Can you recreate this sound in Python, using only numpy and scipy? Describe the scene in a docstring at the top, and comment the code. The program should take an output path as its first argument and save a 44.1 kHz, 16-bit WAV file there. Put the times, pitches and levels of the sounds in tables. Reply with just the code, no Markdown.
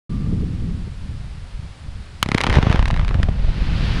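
"""In an open quarry, wind buffets a microphone over a faint hiss; then a row of charges fires.
Each charge sends out a shock wave, heard as a sharp crack, and escaping gas adds low thumps.
Reflections from the walls merge into a roar. The moving rock mass rumbles on,
while broken stone starts to pour down in a thickening stream of impacts."""
import sys
import numpy as np
from scipy import signal
from scipy.fft import rfft, irfft
from scipy.io import wavfile
from scipy.ndimage import uniform_filter1d

SR = 44100
rng = np.random.default_rng(int(sys.argv[2]) if len(sys.argv) > 2 else 0)


def inscribe(sig):
    """Save sig as 16-bit PCM at rate SR to the path in sys.argv[1].

    A 1-D sig is mono; a 2-D sig holds one channel per row.
    Samples are clipped to [-1, 1] before scaling.
    """
    pcm = np.round(np.clip(np.atleast_2d(sig).T, -1, 1) * 32767)
    wavfile.write(sys.argv[1], SR, pcm.astype(np.int16))


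N = 176400
TIME, FREQ_HZ = np.arange(N) / SR, np.fft.rfftfreq(N, 1 / SR)
START_S = .094  # the sound cuts in here


def amp(db):
    """Decibels as an amplitude ratio."""
    return 10 ** (np.asarray(db) / 20)

def unit(x):
    """Normalisation to rms 1."""
    return x / np.sqrt(np.mean(x ** 2) + 1e-20)

def spectrum_db(points, hz):
    """Interpolation of a spectrum on a log-frequency axis."""
    f, db = np.transpose(points)
    return np.interp(np.log(hz + 1), np.log(f + 1), db)

def curve(points, at_s=TIME):
    """Linear interpolation in time."""
    return np.interp(at_s, *np.transpose(points))

def add(mix, start_s, sound):
    """Superposition of a sound on the mix."""
    part = mix[max(round(start_s * SR), 0):][:len(sound)]
    part += sound[:len(part)]

def colour(x, points):
    """Spectral shaping, at rms 1."""
    return unit(irfft(rfft(x) * amp(spectrum_db(points, FREQ_HZ)), N))

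def steady(x, span_s):
    """Division by the running rms evens out chance swells."""
    power = uniform_filter1d(x ** 2, int(span_s * SR))
    return x / np.sqrt(abs(power) + 1e-6)

def noise(points):
    """Filtered Gaussian noise."""
    return colour(rng.standard_normal(N), points)

def grains(per_s, spread_db):
    """A Poisson stream of impulses, many small and a few large."""
    size = amp(spread_db * np.minimum(rng.exponential(1, N), 4.5)) * rng.choice([-1, 1], N)
    return unit(size * (rng.random(N) < per_s / SR))


# Spectrum of the hiss. Each row: frequency in Hz, relative level in dB.
HISS_SPECTRUM = [(100, 9), (400, 2), (900, 0.5), (1700, -0.5), (4700, -5.5), (6300, -14), (8500, -14.5),
                 (10200, -16.5), (11300, -36), (16000, -44)]

def hiss(level_db=-46.5):
    """Distant air and trees give stationary broadband noise."""
    return amp(level_db) * noise(HISS_SPECTRUM)


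def ring(hz=1175, width_hz=70, level_db=-48.5, fade_db_per_s=32):
    """A faint tone in a narrow band of noise decays exponentially."""
    band = irfft(rfft(rng.standard_normal(N)) / (1 + ((FREQ_HZ - hz) / width_hz) ** 2), N)
    tone = unit(np.sin(2 * np.pi * hz * TIME) + unit(band))
    return amp(level_db - fade_db_per_s * (TIME - START_S)) * tone


# Strength of the wind. Each row: time in seconds, relative level in dB.
WIND_STRENGTH = [(.09, -21), (.2, -20.5), (.38, -19.5), (.56, -23), (.66, -20), (.82, -25), (.96, -32),
                 (1.08, -26), (1.39, -32.5), (1.49, -41), (1.70, -35.5), (1.74, -47), (1.80, -48),
                 (1.85, -30), (2.01, -31.5), (2.05, -41.5), (2.5, -29)]
# Spectra of the large and the small eddies. Each row: frequency in Hz, relative level in dB.
LARGE_EDDY_SPECTRUM = [(10, -1), (30, 3), (70, 2), (120, -4), (200, -14), (350, -42.5), (800, -67),
                       (2000, -86)]
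SMALL_EDDY_SPECTRUM = [(30, -32), (100, 1), (180, 3.5), (260, -9.5), (380, -19), (700, -38), (2000, -78)]

def wind():
    """Turbulence at the microphone: small, higher eddies grow faster in a gust than large, deep ones."""
    gust_db = curve(WIND_STRENGTH) + 20  # about 0 in the strongest gusts
    large = amp(-23 + .7 * gust_db) * steady(noise(LARGE_EDDY_SPECTRUM), span_s=.091)
    small = amp(-23.5 + 2.07 * gust_db) * steady(noise(SMALL_EDDY_SPECTRUM), span_s=.034)
    return large + small


# Knocks of air. Each row: centre in seconds, level in dB, half length in seconds, band top in Hz.
WIND_BUFFETS = [(0.33, -22, 0.0087, 344), (0.436, -21.5, 0.0082, 319), (0.88, -31, 0.006, 380),
                (1.432, -29.5, 0.0074, 138), (1.555, -22, 0.011, 70), (1.595, -24.5, 0.0061, 121),
                (1.645, -31, 0.013, 173), (1.944, -30, 0.01, 64)]

def buffets():
    """Each buffet is a brief pressure fluctuation, a dull knock with its own length and pitch band."""
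    out = np.zeros(N)
    for centre_s, db, half_s, top_hz in WIND_BUFFETS:
        band = signal.butter(2, [.2 * top_hz, top_hz], "band", fs=SR, output="sos")
        push = np.exp(-((TIME - centre_s) / half_s) ** 2 / 2)
        eddy = push * signal.sosfilt(band, signal.sosfilt(band, rng.standard_normal(N)))
        out += amp(db) * eddy * np.linalg.norm(push) / np.linalg.norm(eddy)
    return out


# Growth of the rockfall. Each row: time in seconds, level of the stones in dB.
FALL_ENVELOPE = [(2.9, -79), (3.3, -48), (3.5, -37), (3.65, -34), (3.85, -29.5), (4.0, -28.5)]
# Spectra of stones and boulders. Each row: frequency in Hz, relative level in dB.
STONE_SPECTRUM = [(60, -12), (170, 11), (350, 5), (700, -0.5), (1500, 2.5), (3000, 0.5), (4700, -4),
                  (5800, -14.5), (8200, -25.5), (10000, -27.5), (11500, -36.5), (14000, -53), (16000, -57)]
BOULDER_SPECTRUM = [(20, -11), (70, 1), (150, 6.5), (260, -7), (500, -20), (1500, -66)]

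def rockfall(boulder_db=6.5):
    """Random impacts add up to shot noise: stones clatter and boulders knock dully."""
    stones = colour(grains(per_s=10000, spread_db=1.5), STONE_SPECTRUM)
    boulders = steady(colour(grains(per_s=250, spread_db=3), BOULDER_SPECTRUM), span_s=.063)
    return amp(curve(FALL_ENVELOPE)) * (stones + amp(boulder_db) * boulders)


# Course of the rumble. Each row: time in seconds, level in dB.
RUMBLE_ENVELOPE = [(2.22, -90), (2.3, -35), (2.44, -43), (2.5, -17), (2.75, -20), (2.9, -15), (3.2, -14.5),
                   (3.37, -21), (3.55, -22.5), (3.72, -15.5), (4.0, -19)]
# Its spectrum. Each row: frequency in Hz, relative level in dB.
RUMBLE_SPECTRUM = [(10, -12.5), (28, -0.5), (60, -6), (110, -13.5), (200, -21), (350, -49), (800, -41),
                   (2000, -100)]

def rumble():
    """The moving rock mass radiates low-frequency noise."""
    return amp(curve(RUMBLE_ENVELOPE)) * steady(noise(RUMBLE_SPECTRUM), span_s=.0563)


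# Course of the roar. Each row: time in seconds, level in dB.
ROAR_ENVELOPE = [(2.225, -63), (2.24, -45), (2.30, -42), (2.37, -34), (2.43, -33), (2.50, -30.5),
                 (2.56, -21), (2.605, -28.5), (2.65, -26), (2.75, -26), (2.88, -38), (3.0, -36),
                 (3.25, -40), (4.0, -51)]
# Its spectrum. Each row: frequency in Hz, relative level in dB.
ROAR_SPECTRUM = [(60, -4), (300, 1.5), (900, -0.5), (1800, -4.5), (3200, -9.5), (4500, -17), (6000, -22.5),
                 (8000, -38), (9800, -35.5), (11500, -58), (16000, -66)]

def roar():
    """Reverberation: countless small echoes from the quarry walls merge into noise."""
    return amp(curve(ROAR_ENVELOPE)) * colour(grains(per_s=12000, spread_db=3), ROAR_SPECTRUM)


# Bursts of gas. Each row: centre in seconds, relative level in dB, half length in milliseconds.
GAS_BURSTS = [(2.23, -16, 1.18), (2.2631, -16.5, 1.33), (2.2911, -14, 1.16), (2.32, -13.5, 1.14),
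              (2.3503, -5.5, 1), (2.445, -17.5, 1.2), (2.4708, -13.5, 1.23), (2.4913, -15, 0.99),
              (2.5005, -13, 3), (2.5739, -2, 2.28), (2.588, -1.5, 1.57), (2.6337, -8, 1.7),
              (2.6716, -3.5, 1.66), (2.704, -3, 2.3), (2.7468, -6.5, 1.44), (2.7965, -6, 3.6),
              (2.829, -10.5, 4), (2.9325, -13, 2.1), (2.9524, -12.5, 3.9), (2.9977, -12, 3.8),
              (3.0334, -11, 3.8), (3.156, -10.5, 2.5), (3.1905, -13.5, 3), (3.203, -10.5, 2.3),
              (3.2338, -10.5, 6.4), (3.2918, -7.5, 2.37), (3.399, -10.5, 4.7), (3.4489, -9, 5.1),
              (3.491, -9, 5.5), (3.6167, -11.5, 5.5)]
# Spectrum of the rushing gas. Each row: frequency in Hz, relative level in dB.
GAS_SPECTRUM = [(100, -12), (300, -14), (600, -2.5), (1200, -19), (3000, -20), (8000, -46), (16000, -84)]

def thumps(pulse_db=.5, edge_db=-9, rush_db=-10.5):
    """Expanding gas radiates a bipolar pulse, a push and then a longer suction, with a rush of noise."""
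    suction_ratio, edge_ratio = 1.35, .37  # lengths: suction to push, steep middle to whole pulse
    pulses, rush = np.zeros(N), np.zeros(N)
    t = np.arange(-SR // 40, SR // 40) / SR
    for centre_s, db, half_ms in GAS_BURSTS:
        u = t * 1000 / half_ms  # time in half lengths
        u_body, u_edge = u / suction_ratio ** (np.sign(u) / 2), u / edge_ratio
        body = -u_body * np.exp((1 - u_body ** 2) / 2)
        edge = -u_edge * np.exp((1 - u_edge ** 2) / 2)
        add(pulses, centre_s + t[0], amp(db) * (body + amp(edge_db) * edge))
        add(rush, centre_s + t[0], amp(db) / half_ms * np.exp(-(u + 1) ** 2 / 2))
    return amp(pulse_db) * pulses + amp(rush_db) * rush * noise(GAS_SPECTRUM)


def scatter(decay_s, first_return_s=.0004, cutoff_hz=6240, size=3000):
    """Diffuse scattering: rough rock returns a gritty cloud of duller reflections, with energy 1."""
    t = np.arange(size) / SR
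    grit = rng.standard_normal(size) * rng.exponential(1, size)
    cloud = grit * np.exp(-t / decay_s) * (t > first_return_s)
    cloud = signal.lfilter(*signal.butter(1, cutoff_hz, fs=SR), cloud)
    return cloud / np.linalg.norm(cloud)


# Spectrum of one shock. Each row: frequency in Hz, relative level in dB.
SHOCK_SPECTRUM = [(60, -9.5), (400, 0), (1000, 2), (2200, -2), (4400, -13.5), (5500, -20.5), (8200, -30),
                  (9800, -30.5), (11500, -49), (14200, -54), (16000, -81)]

def shock(tilt_db_per_octave, size=2048):
    """A shock wave as a minimum-phase pulse: a pressure spike, then suction, with energy 1."""
    hz = abs(np.fft.fftfreq(size, 1 / SR))
    octaves = np.log2(np.maximum(hz, 500) / 2000)
    log_gain = np.log(amp(spectrum_db(SHOCK_SPECTRUM, hz) + tilt_db_per_octave * octaves))
    spectrum = np.exp(np.conj(signal.hilbert(log_gain)))
    wave = np.fft.ifft(spectrum).real[:size // 2]
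    return wave / np.linalg.norm(wave)


# Floor bounce as the firing moves along the face. Each row: time in seconds, delay in seconds.
BOUNCE_DELAY = [(2.23, .00097), (2.9, .0011), (3.2, .00063)]
# Shocks of the charges, plus a few very dull rows (near 2.570 and 3.286 s) that give short low knocks inside
# the thumps. Each row: start in seconds, relative level in dB, tilt in dB per octave.
CHARGES = [(2.2282, 11, 7), (2.261, -9.5, 2), (2.2884, -6, 4), (2.3173, 2, 2), (2.3453, -7, 1),
           (2.3469, 1.5, 3.3), (2.3781, -5, 3.5), (2.382, 3.5, 2.5), (2.4061, 2.5, 0.5), (2.413, 0.5, 5),
           (2.4374, 2, 3), (2.4423, 2.5, 0.5), (2.4671, 2.5, 1.5), (2.4679, -9, -15), (2.4739, -3, 0.4),
           (2.4984, -3, 3), (2.503, 0.5, -1), (2.5277, -1, 0.5), (2.541, -1.5, 1), (2.5547, 0, 0.5),
           (2.5700, 4, -11), (2.5853, -3.5, -3), (2.628, 2.5, -0.5), (2.6677, 4.5, -9.5), (2.6975, -5, 1),
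           (2.7147, -1, 0), (2.727, 1, 1), (2.7592, 0.5, 0), (2.7933, -0.5, 0.5), (2.8269, -2.5, 0.5),
           (2.8567, 0, 1), (2.8796, -5, 0.5), (2.8829, -10.5, 7.5), (2.9037, 0, -1.5), (2.9097, -3.5, 2.5),
           (2.942, -6, 1.2), (2.9638, -6, 1), (2.9743, -9.5, 2), (2.995, -4.5, -0.2), (3.0135, -8.5, -2.5),
           (3.0485, -9, 2), (3.081, -6.5, 1.3), (3.091, -10.5, 1.5), (3.11, -5, -3), (3.144, -5, 0),
           (3.231, -0.5, 2), (3.2859, -4, -11)]

def cracks(gain_db=5, rubble_db=-9, face_db=-10.5, bounce_gain=.5):
    """Multipath: each shock arrives directly, scattered by rubble and rock face, and off the floor."""
    out = np.zeros(N)
    for start_s, db, tilt in CHARGES:
        paths = amp(rubble_db) * scatter(decay_s=.0011) + amp(face_db) * scatter(decay_s=.0034)
        paths[0] += 1  # direct path
        delay_s = curve(BOUNCE_DELAY, start_s) * rng.uniform(.94, 1.06)
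        paths[int(delay_s * SR)] += bounce_gain  # comb filtering makes the crack hollow
        crack = signal.fftconvolve(shock(tilt), paths)
        add(out, start_s, amp(db) * crack / np.linalg.norm(crack))
    return amp(gain_db) * out


def scene():
    """Wind, blast and rockfall superpose at one microphone."""
    background = wind() + buffets() + ring() + hiss()
    blast = cracks() + thumps()
    fired = TIME > CHARGES[0][0]
    aftermath = (roar() + rumble()) * fired + rockfall()
    return (background + blast + aftermath)[None]

def record(dry, limit_db=-12.5, share_removed=.37, recovery_db_per_s=3, ceiling=.97, top_hz=16300):
    """Compression ducks the level after the loudest moments; clipping and a low-pass filter follow."""
    power = signal.lfilter(*signal.butter(1, 15, fs=SR), dry[0] ** 2)
    level_db = 10 * np.log10(abs(power) + 1e-12)
    recovery_db = TIME * recovery_db_per_s
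    held_db = np.maximum.accumulate(level_db + recovery_db) - recovery_db
    gain = amp(-share_removed * np.maximum(held_db - limit_db, 0))
    opening = np.clip((TIME - START_S) / .002, 0, 1)
    clipped = np.clip(dry * opening * gain, -ceiling, ceiling)
    lowpass = signal.firwin(511, top_hz, window=("kaiser", 9), fs=SR)
    return signal.oaconvolve(clipped, lowpass[None], "same")


dry = scene()
out = record(dry)
inscribe(out)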